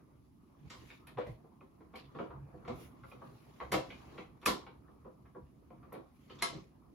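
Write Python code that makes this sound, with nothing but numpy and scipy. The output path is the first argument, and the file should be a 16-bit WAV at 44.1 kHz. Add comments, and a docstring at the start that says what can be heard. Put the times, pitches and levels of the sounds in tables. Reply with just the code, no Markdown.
"""A hand works the clamp crank of a paper cutter holding a stack of pages, on a hollow table in a small room.
The screw rubs first. From 0.7 s its slack knocks on the steel frame, shaking table, cover and a loose part.
Between knocks the hand's load stirs the table's low modes, and skin and paper slide.
The hardest knocks come at 3.7 s and 4.5 s; at 6.4 s one steel part clinks.
Two microphones a few centimetres apart hear it from the side."""
import sys
import numpy as np
from scipy import signal
from scipy.fft import rfft, irfft, next_fast_len
from scipy.io import wavfile
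from scipy.ndimage import uniform_filter1d

SR = 44100
rng = np.random.default_rng(int(sys.argv[2]) if len(sys.argv) > 2 else 0)


def int16_out(signal):
    """Quantize to a 16-bit WAV file."""
    q = np.round(np.clip(np.atleast_2d(signal).T, -1, 1) * 32767)
    wavfile.write(sys.argv[1], SR, q.astype(np.int16))


N = 306183

# slack hitting the frame: time_s, frame_db, frame_hz, loose_db, loose_hz, thud_rel_db, panel_rel_db
SLACK_KNOCKS = [(0.701, -57.5, 1266, -55, 2050, -10, -9), (0.734, -58, 1120, -77, 1990, -10, -14),
                (0.901, -64.5, 990, -54.5, 2370, -16, -9), (1.07, -62, 1100, -59, 2390, -6, -12),
                (1.172, -45, 890, -53, 1730, -3, -9.5), (1.182, -38.5, 548, -52.5, 1840, -17.5, 3),
                (1.204, -57, 800, -57.5, 2220, -12, -11), (1.265, -50.5, 610, -59, 1910, -2.5, -11),
                (1.44, -61, 458, -87.5, 2230, -6.5, -10), (1.608, -59.5, 930, -71.5, 1980, -3, -19),
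                (1.805, -58, 715, -74.5, 2080, -1, -13), (1.936, -51, 690, -63.5, 2300, -5, -22),
                (1.954, -55, 710, -63, 2280, -6, -12), (2.148, -47.5, 790, -60, 1650, -2, -10.5),
                (2.186, -44.5, 880, -56, 2210, 1.5, -2.5), (2.199, -38, 484, -65, 1700, -11, -7),
                (2.236, -56, 523, -78, 2030, -6, -13), (2.303, -51, 980, -72, 2090, -5.5, -8),
                (2.539, -56.5, 430, -94, 2100, 2.5, -3), (2.648, -55.5, 1110, -63.5, 2140, 0, -6),
                (2.677, -44, 870, -51.5, 2140, -4, -0.5), (2.69, -45, 480, -74, 2100, 1, -10),
                (3.033, -54, 1220, -67, 2080, -6, -31), (3.116, -59, 900, -64.5, 2390, -6, -1.5),
                (3.216, -51.5, 950, -68, 1520, -4, -15), (3.6, -44, 1150, -49, 2000, -12, -25.5),
                (3.612, -46, 750, -56, 1500, -8, -20), (3.718, -36.5, 1090, -36, 2000, -9, -2),
                (3.725, -33, 855, -48, 1820, -9, -5), (3.737, -30.5, 614, -40, 2130, -7.5, -9),
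                (3.903, -58.5, 600, -53.5, 2260, -19, -7), (4.178, -47.5, 980, -53.5, 2110, -3.5, -6.5),
                (4.414, -64.5, 1100, -68, 3340, -12, -14.5), (4.427, -55.5, 1000, -60, 2400, -7.5, -14.5),
                (4.458, -34, 1250, -36, 1640, -5, -18.5), (4.468, -34.5, 1150, -40, 2230, -2.5, -6),
                (4.478, -34, 450, -48.5, 2300, -4, -8), (4.664, -54, 1140, -59.5, 2170, -9.5, -16.5),
                (4.881, -62.5, 965, -77, 1760, -1, -15), (5.045, -57.5, 965, -75, 1650, -0.5, -15),
                (5.056, -50, 480, -80, 1660, -5.5, -15), (5.254, -67, 1330, -70, 1580, -3, -12),
                (5.347, -57, 1010, -78, 1713, 0, -2), (5.357, -54, 563, -83.5, 1720, 2, -11),
                (5.702, -55, 600, -74, 2340, -1.5, -7.5), (5.828, -62.5, 1150, -75.5, 2340, -17, -18),
                (5.921, -51, 1090, -59, 1720, -4, -1.5), (5.937, -48.5, 600, -62.5, 2280, -3, -15),
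                (5.949, -49.5, 700, -72, 2130, -0.5, -18), (6.297, -57.5, 1190, -60.5, 2780, 0.5, -0.5),
                (6.387, -64, 1377, -58.5, 3580, -13, -13), (6.411, -73, 1110, -55.5, 2120, -7, -12.5),
                (6.42, -37, 1140, -45, 2090, -11.5, -23), (6.529, -52, 450, -67, 2100, 3, -13),
                (6.552, -62, 447, -71, 2100, 7.5, -27)]
# steel frame: pitch_hz, level_db, t60_s
FRAME_MODES = [(454.7, -0.5, 0.043), (514, 1, 0.042), (570, 5, 0.019), (661.3, -1.5, 0.038),
               (739.5, 0.5, 0.027), (871.4, -3.5, 0.029), (995, -5, 0.047), (1115, 1, 0.027),
               (1208, -4.5, 0.023), (1312, -3.5, 0.025), (1520, -8.5, 0.015)]
# hollow table: pitch_hz, level_db, t60_s
TABLE_MODES = [(65.3, -2, 0.067), (123.7, -5.5, 0.2), (137.9, -2.5, 0.2), (185.4, 6, 0.091),
               (250, -4.5, 0.18), (277.4, 1.5, 0.083), (318.5, 5.5, 0.1), (387.5, 5.5, 0.083)]
# loose part: pitch_ratio, level_db, t60_s
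LOOSE_MODES = [(0.781, -3, 0.0078), (.92, -0.5, 0.0088), (1.03, 3, 0.008), (1.25, -3, 0.0079),
               (1.5, -4.5, 0.0062), (1.85, -8.5, 0.0054)]
# sheet-metal cover: pitch_hz, level_db, t60_s
PANEL_MODES = [(496.5, 2, 0.24), (662, -10.5, 0.045)]
# bare metal touching: time_s, tick_db, edge_db
METAL_CONTACTS = [(0.7, -55, -73), (0.733, -66, -97), (1.069, -72.5, -63), (1.182, -72, -77),
                  (1.267, -74, -75), (1.608, -97, -95), (1.956, -67.5, -66), (2.678, -64, -80),
                  (3.115, -88, -91), (3.719, -42, -45), (3.736, -47.5, -55.5), (3.904, -81, -89),
                  (4.179, -82, -99), (4.413, -78.5, -77.5), (4.43, -78, -79.5), (4.458, -34.5, -37),
                  (4.475, -50.5, -52.5), (5.926, -73, -64), (6.39, -70, -90.5), (6.421, -39, -55.5),
                  (6.529, -63, -88)]
# bright tick of a contact: freq_hz, level_db
TICK_SPECTRUM = [(1500, -35), (3000, 3.5), (4500, 4), (6500, 1), (8000, 2), (10000, -56)]
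# sharpest part of a contact: freq_hz, level_db
EDGE_SPECTRUM = [(6500, -51.5), (9000, 9.5), (11500, 12.5), (13000, 6.5), (16000, -9)]
# single notes left ringing by blows: start_s, level_db, pitch_hz, t60_s
PING_NOTES = [(.901, -66, 2330, .08), (1.07, -67, 9800, .05), (1.18, -42.5, 747, .06),
              (1.608, -64, 2480, .04), (1.612, -60, 1100, .07), (1.955, -50, 2240, 0.065),
              (1.957, -60, 3140, 0.17), (1.959, -58, 4360, .12), (3.034, -58, 1134, .1),
              (3.04, -66, 2040, 0.094), (3.115, -57, 2444, 0.099), (3.73, -39.5, 190, 0.14),
              (3.903, -52.5, 2250, 0.14), (3.905, -58, 3270, .1), (4.179, -56, 2260, .06),
              (4.459, -35, 1660, .03), (4.46, -28.5, 2490, 0.027), (4.462, -29, 1190, 0.042),
              (4.468, -40, 275, .15), (4.665, -59, 2260, 0.14), (4.882, -73, 1770, .05),
              (5.926, -58, 12030, .04)]
# clinking steel part: pitch_hz, level_db, t60_s
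STEEL_MODES = [(1021, -9.5, 0.1), (1646, -6.5, .1), (2045, -3, .08), (2098, -4, .07), (2117, -6.5, .12),
               (2410, -7, 0.073), (3070, -14, .2), (4100, -1, 0.12), (5190, -10, .2), (6255, -14.5, .2),
               (7111, -15, .15), (7830, -8, .1), (10030, 1, 0.091), (11310, -7.5, .08)]

# screw rubbing in the frame: time_s, level_db
RUB_LEVELS = [(0.0, -65), (0.3, -75), (0.8, -62.5), (1.16, -64.5), (1.66, -69.5), (2.0, -64.5),
              (2.25, -59.5), (2.55, -61), (2.84, -58), (3.09, -66), (3.23, -58), (3.4, -65), (4.1, -56),
              (4.4, -65), (4.57, -57), (4.79, -65), (5.43, -72.5), (5.97, -62.5), (6.15, -72.5),
              (6.52, -53.5), (6.7, -69.5), (6.94, -70.5)]
# screw friction: freq_hz, density_db
RUB_SPECTRUM = [(150, -2.5), (280, 12), (500, 1.5), (800, -0.5), (1150, 2.5), (1500, -11.5), (2400, -17),
                (4000, -41)]
# hand leaning on the table: peak_s, sway_db, hum_db
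HAND_PUSHES = [(.65, -59, -48.5), (.81, -67, -59.5), (1.18, -70, -53), (1.31, -52.5, -47.5),
               (2.07, -64, -66), (2.18, -71, -51.5), (2.36, -55, -52), (2.43, -65, -50), (2.57, -60, -54),
               (2.73, -50, -44.5), (3.04, -57, -53), (3.2, -65, -56), (3.32, -72, -53.5),
               (3.65, -54.5, -60.5), (3.77, -51, -43.5), (3.88, -57, -73), (4.18, -79, -68),
               (4.49, -50.5, -60), (4.79, -59, -64), (5.43, -58, -58.5), (5.8, -67, -57.5),
               (6.43, -74, -60), (6.57, -58.5, -47.5), (6.88, -67, -64)]
# strokes over the pages: full_s, hold_s, slide_db, whisper_db
PAGE_STROKES = [(.76, 0.2, -69, -78), (.86, 0.023, -69, -87), (1.3, 0.016, -76, -82),
                (2.22, 0.018, -74, -88), (2.81, 0.028, -64.5, -66), (3.1, 0.0068, -71, -74.5),
                (3.25, .4, -73, -80.5), (3.77, 0.44, -68, -81), (4.58, 0.03, -71, -88),
                (6.15, 0.14, -83.5, -84.5), (6.33, 0.057, -70, -87), (6.49, .1, -66, -85.5)]
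# sliding paper: freq_hz, density_db
SLIDE_SPECTRUM = [(1200, -5.5), (2200, 4.5), (4500, -3), (7000, -6.5), (9000, -26)]
# whisper of skin or page edges: freq_hz, density_db
WHISPER_SPECTRUM = [(6500, -56), (9500, 2), (11500, 5), (13000, -7), (15500, -0.5), (17000, -26.5)]
# blows shoving the page edges: full_s, hold_s, level_db
PAGE_RASPS = [(.704, .03, -66), (1.958, 0.047, -58.5), (2.15, 0.018, -72), (2.68, .03, -66),
              (3.91, .05, -70), (6.3, 0.028, -66)]
# rasping page edges: freq_hz, density_db
RASP_SPECTRUM = [(1000, -20), (2000, 1.5), (3200, 3), (4600, -0.5), (5500, -15), (8000, -31)]

# room decay: freq_hz, t60_s
ROOM_DECAY = [(100, 0.47), (260, 0.21), (700, 0.29), (1840, 0.24), (4850, 0.29), (12800, 0.18)]
# colour of the reflections: freq_hz, gain_db
WALL_COLOUR = [(60, -10), (200, -3.5), (450, 0), (1000, 0), (2000, 0.5), (4000, 2), (8000, -6),
               (14000, -5.5)]
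# room tone: freq_hz, density_db
AIR_SPECTRUM = [(20, -17), (45, -3), (70, -13), (130, 5.5), (300, 6), (450, -25.5), (700, -17), (1200, -27),
                (1700, -37.5), (5000, -32), (11000, -42.5), (16000, -41)]
# diffuse field at the two microphones: freq_hz, coherence
MIC_COHERENCE = [(60, 0.89), (130, 0.99), (250, 0.6), (400, 0.071), (15000, 0.025)]
# direct sound at the left microphone: freq_hz, lag_samples
LEFT_DELAY = [(250, -4), (500, -18), (800, 0), (3500, 0), (5500, 8), (9000, 8), (10000, 7.5), (11300, 8)]
# microphone balance: freq_hz, left_over_right_db
MIC_BALANCE = [(60, -1.5), (380, -2.5), (700, 1.5), (15000, -1.5)]

LEAD_S, BLOW_S = .01, .0125  # rattle start ahead of its event; main blow after that start
SCUFF_S, RATTLE_S, GRIT_S = .0034, .005, .0097
CLINK_S, CLINK_DB, CLINK_SEND_DB = 6.421, -30.5, -5.5
TWIN_RATIO, TWIN_DB = 1.006, -6
LOAD_DB, LOAD_AT_RUB_DB, LOAD_DB_PER_DB = -67, -64, .5
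ROOM_TRACKS, ROOM_DB, AIR_DB = 12, 1.5, -65
HIGHPASS_HZ, LOWPASS_HZ = 38.3, 16600


def knock(frame_db, frame_hz, loose_db, loose_hz, thud_rel_db, panel_rel_db):
    """A rattling blow shakes four bodies. Returns frame + table + loose part, and the cover panel."""
    blows = rattle(RATTLE_S, scatter=.25)
    # the place struck favours modes near frame_hz
    frame_modes = [(hz, db - 6.5 * abs(np.log2(hz / frame_hz)), t60) for hz, db, t60 in FRAME_MODES]
    loose_modes = [(ratio * loose_hz, db, t60) for ratio, db, t60 in LOOSE_MODES]
    frame = strike(blows, ring(frame_modes, spread_db=1.5, detune=.03), frame_db)
    thud = strike(blows, ring(TABLE_MODES[3:], spread_db=1.5, detune=.02), frame_db + thud_rel_db)
    clack = strike(blows, ring(loose_modes, spread_db=1.5, detune=.03), loose_db)
    panel = strike(blows, ring(PANEL_MODES, spread_db=1, detune=.003), frame_db + panel_rel_db)
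    return frame + thud + clack, panel


def contact(tick_db, edge_db):
    """Grit between hard faces: a bright tick and its sharpest edge."""
    grit = rattle(GRIT_S, scatter=.28)
    return strike(grit, click(TICK_SPECTRUM), tick_db) + strike(grit, click(EDGE_SPECTRUM), edge_db)


def clink():
    """A struck steel part; each mode beats with a near twin."""
    twins = [(TWIN_RATIO * hz, db + TWIN_DB, t60) for hz, db, t60 in STEEL_MODES]
    return strike(rattle(decay_s=.003, scatter=.05), ring(STEEL_MODES + twins), CLINK_DB)


def ping(level_db, pitch_hz, t60_s):
    """One note of frame, table or a small part rings clear, with a weaker mode just above."""
    return peaked(ring([(pitch_hz, 0, t60_s), (1.012 * pitch_hz, -8, t60_s)]), level_db)


def crank():
    """Impacts dealt in turn over tracks that each get their own reflections; the ringing gets none."""
    tracks, ringing = np.zeros((ROOM_TRACKS, N)), np.zeros(N)
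    for k, (time_s, *blow) in enumerate(SLACK_KNOCKS):
        dull, panel = knock(*blow)
        add(tracks[k % ROOM_TRACKS], time_s - LEAD_S, dull)
        add(ringing, time_s - LEAD_S, panel)
    for k, (time_s, *touch) in enumerate(METAL_CONTACTS):
        add(tracks[k % ROOM_TRACKS], time_s - LEAD_S, contact(*touch))
    for start_s, *note in PING_NOTES:
        add(ringing, start_s, ping(*note))
    steel, send = clink(), gain_of(CLINK_SEND_DB)
    add(tracks[0], CLINK_S - LEAD_S, send * steel)
    add(ringing, CLINK_S - LEAD_S, (1 - send) * steel)
    return tracks, ringing


def rattle(decay_s, scatter):
    """Small contacts swell into one blow, then die away; whitened to favour no pitch."""
    t = np.arange(4096) / SR - BLOW_S
    contacts = (rng.random(4096) < .2) * rng.standard_normal(4096)
    blows = scatter * contacts * np.exp(np.minimum(t / SCUFF_S, -t / decay_s))
    blows[round(BLOW_S * SR)] = 1
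    spectrum = rfft(blows)
    white = irfft(spectrum / np.sqrt(uniform_filter1d(abs(spectrum) ** 2, size=12)))
    fade_in = np.exp(2 * np.minimum(t / SCUFF_S + 1, 0))
    return white * fade_in


def ring(modes, spread_db=0, detune=0):
    """A body's response to one blow lasting about a cycle; mode levels and pitches may scatter."""
    hz, db, t60 = np.transpose(modes)[:, :, None]
    t = np.arange(8192) / SR
    level_jitter, pitch_jitter = rng.standard_normal((2, len(modes), 1))
    hz = hz * (1 + detune * pitch_jitter)
    rise = (1 - np.exp(-1.5 * hz * t)) ** 2
    decay = gain_of(db + spread_db * level_jitter - 60 * t / t60)
    return (decay * rise * np.sin(2 * np.pi * hz * t)).sum(0)


def click(spectrum):
    """A very short contact with the given spectrum."""
    pulse = irfft(gain_of(read(spectrum, np.fft.rfftfreq(512, 1 / SR))))
    return np.pad(np.roll(pulse, 24), (0, 7680))


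def strike(blows, response, level_db):
    """Drives a response with a train of blows, to a set peak level."""
    return peaked(signal.fftconvolve(blows, response), level_db)


def table_rumble(rub_gain):
    """Hand load stirs the table's three lowest modes; it follows the rubbing and swells at each push."""
    load = gain_of(LOAD_DB) * (rub_gain / gain_of(LOAD_AT_RUB_DB)) ** LOAD_DB_PER_DB
    pushes = np.insert(HAND_PUSHES, 1, 0, axis=1)  # hold_s = 0
    sway, hum = np.hypot(load, swells(pushes, rise_db_s=251, fall_db_s=203.5))
    force = hiss([(30, .0043), (16000, .0035)], patchy_db=1.6, flicker_db=1.4)
    low = signal.fftconvolve(force, ring(TABLE_MODES[:1])[None], axes=1)[:, :N]
    high = signal.fftconvolve(force, ring(TABLE_MODES[1:3])[None], axes=1)[:, :N]
    return sway * unit_rms(low) + hum * unit_rms(high)


def screw_rub(rub_gain):
    """Friction noise of the screw in the frame."""
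    return rub_gain * hiss(RUB_SPECTRUM, patchy_db=2.9, flicker_db=.79)


def pages():
    """Paper slides, shoved edges rasp, skin whispers; slide and whisper keep a faint floor."""
    slide_gain, _ = swells(PAGE_STROKES, rise_db_s=92, fall_db_s=186.5)
    _, whisper_gain = swells(PAGE_STROKES, rise_db_s=171.5, fall_db_s=171.5)
    rasp_gain, = swells(PAGE_RASPS, rise_db_s=1500, fall_db_s=221)
    slide = np.hypot(gain_of(-87), slide_gain) * hiss(SLIDE_SPECTRUM, patchy_db=2.2, flicker_db=1.4)
    rasp = rasp_gain * hiss(RASP_SPECTRUM, patchy_db=3, flicker_db=1.6)
    whisper = hiss(WHISPER_SPECTRUM, patchy_db=1.5, flicker_db=.8)
    return slide + rasp + np.hypot(gain_of(-87.5), whisper_gain) * whisper


def direct(right):
    """Straight path to both microphones; the left one's lag varies with frequency."""
    size = next_fast_len(N)
    hz = np.fft.rfftfreq(size, 1 / SR)
    delay = np.exp(-2j * np.pi * hz * read(LEFT_DELAY, hz) / SR)
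    left = irfft(rfft(right, size) * delay, size)[:N]
    return np.array([left, right])


def reflections(x):
    """Sparse reflections of random sign, new on each call; each band dies at its own rate."""
    taps = np.zeros((2, SR // 2))
    arrivals = np.arange(160, SR // 2 - 20, 20) + rng.integers(0, 20, (2, (SR // 2 - 161) // 20))
    np.put_along_axis(taps, arrivals, rng.choice([-1., 1.], arrivals.shape), 1)
    hz, t, bands = signal.stft(taps, SR, nperseg=512)
    bands = diffuse_pair(*bands, hz) * gain_of(-60 * t / read(ROOM_DECAY, hz)[:, None])
    bands = bands / np.linalg.norm(bands, axis=2, keepdims=True)
    tail = signal.istft(bands * gain_of(read(WALL_COLOUR, hz)[:, None]), SR, nperseg=512)[1]
    tail[:, :121] = 0  # gap before the first reflection
    return signal.oaconvolve(x[None], tail / np.linalg.norm(tail[0]), axes=1)[:, :N]


def room_tone():
    """Faint, mostly low background noise."""
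    return gain_of(AIR_DB) * hiss(AIR_SPECTRUM, patchy_db=.99, flicker_db=.63)


def hiss(spectrum, patchy_db, flicker_db):
    """Diffuse noise at rms 1, with drifting patches and a flicker common to all frequencies."""
    frames, hz = N // 128 + 5, np.fft.rfftfreq(512, 1 / SR)
    left_re, left_im, other_re, other_im, patches = rng.standard_normal((frames, 257, 5)).T
    patches = unit_rms(uniform_filter1d(uniform_filter1d(patches, size=5, axis=0), size=16, axis=1))
    flicker = unit_rms(uniform_filter1d(rng.standard_normal(frames), size=4))
    bands = diffuse_pair(left_re + 1j * left_im, other_re + 1j * other_im, hz)
    bands *= gain_of(read(spectrum, hz)[:, None] + patchy_db * patches + flicker_db * flicker)
    return unit_rms(signal.istft(bands, nperseg=512, noverlap=384)[1][:, :N])


def diffuse_pair(left, other, hz):
    """Two microphone spectra in a diffuse field: alike in the bass, unrelated above."""
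    coherence = read(MIC_COHERENCE, hz)[:, None]
    return np.array([left, coherence * left + np.sqrt(1 - coherence ** 2) * other])


def swells(events, rise_db_s, fall_db_s):
    """Power-summed gain curve per level column of events: full_s, hold_s, level_db, ..."""
    t = np.arange(0, N, 32) / SR
    full_s, hold_s, *levels_db = np.transpose(events)[:, :, None]
    drop_db = rise_db_s * np.maximum(full_s - t, 0) + fall_db_s * np.maximum(t - full_s - hold_s, 0)
    gains = [np.linalg.norm(gain_of(db - drop_db), axis=0) for db in levels_db]
    return [np.interp(np.arange(N) / SR, t, gain) for gain in gains]


def peaked(x, level_db):
    """Sets the rms level of the loudest 5 ms."""
    return gain_of(level_db) * x / np.sqrt(uniform_filter1d(x ** 2, size=220).max())


def unit_rms(x):
    """Scales to rms 1."""
    return x / np.sqrt(np.mean(x ** 2) + 1e-20)


def gain_of(db):
    """Decibels to amplitude."""
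    return 10 ** (np.asarray(db) / 20)


def read(points, hz):
    """Interpolates a freq_hz, value table on a log-frequency axis."""
    freq_hz, value = np.transpose(points)
    return np.interp(np.log(hz + 1), np.log(freq_hz + 1), value)


def add(mix, start_s, sound):
    """Mixes a sound in at start_s."""
    part = mix[round(start_s * SR):][:len(sound)]
    part += sound[:len(part)]


def scene():
    """Crank impacts and their reflections, handling noise, room tone."""
    tracks, ringing = crank()
    wet = gain_of(ROOM_DB) * sum(reflections(track) for track in tracks)
    rub_gain = gain_of(np.interp(np.arange(N) / SR, *np.transpose(RUB_LEVELS)))
    handling = table_rumble(rub_gain) + screw_rub(rub_gain) + pages()
    return direct(tracks.sum(0) + ringing) + wet + handling + room_tone()


def record(dry):
    """Microphones: left-right balance by frequency, bass roll-off, band limit."""
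    size = next_fast_len(N)
    balance_db = read(MIC_BALANCE, np.fft.rfftfreq(size, 1 / SR))
    tilted = irfft(rfft(dry, size) * gain_of([balance_db / 2, -balance_db / 2]), size)[:, :N]
    thinned = signal.sosfilt(signal.butter(3, HIGHPASS_HZ, "high", fs=SR, output="sos"), tilted)
    lowpass = signal.firwin(511, LOWPASS_HZ, window=("kaiser", 9), fs=SR)
    return signal.oaconvolve(thinned, lowpass[None], "same")


dry = scene()
out = record(dry)
int16_out(out)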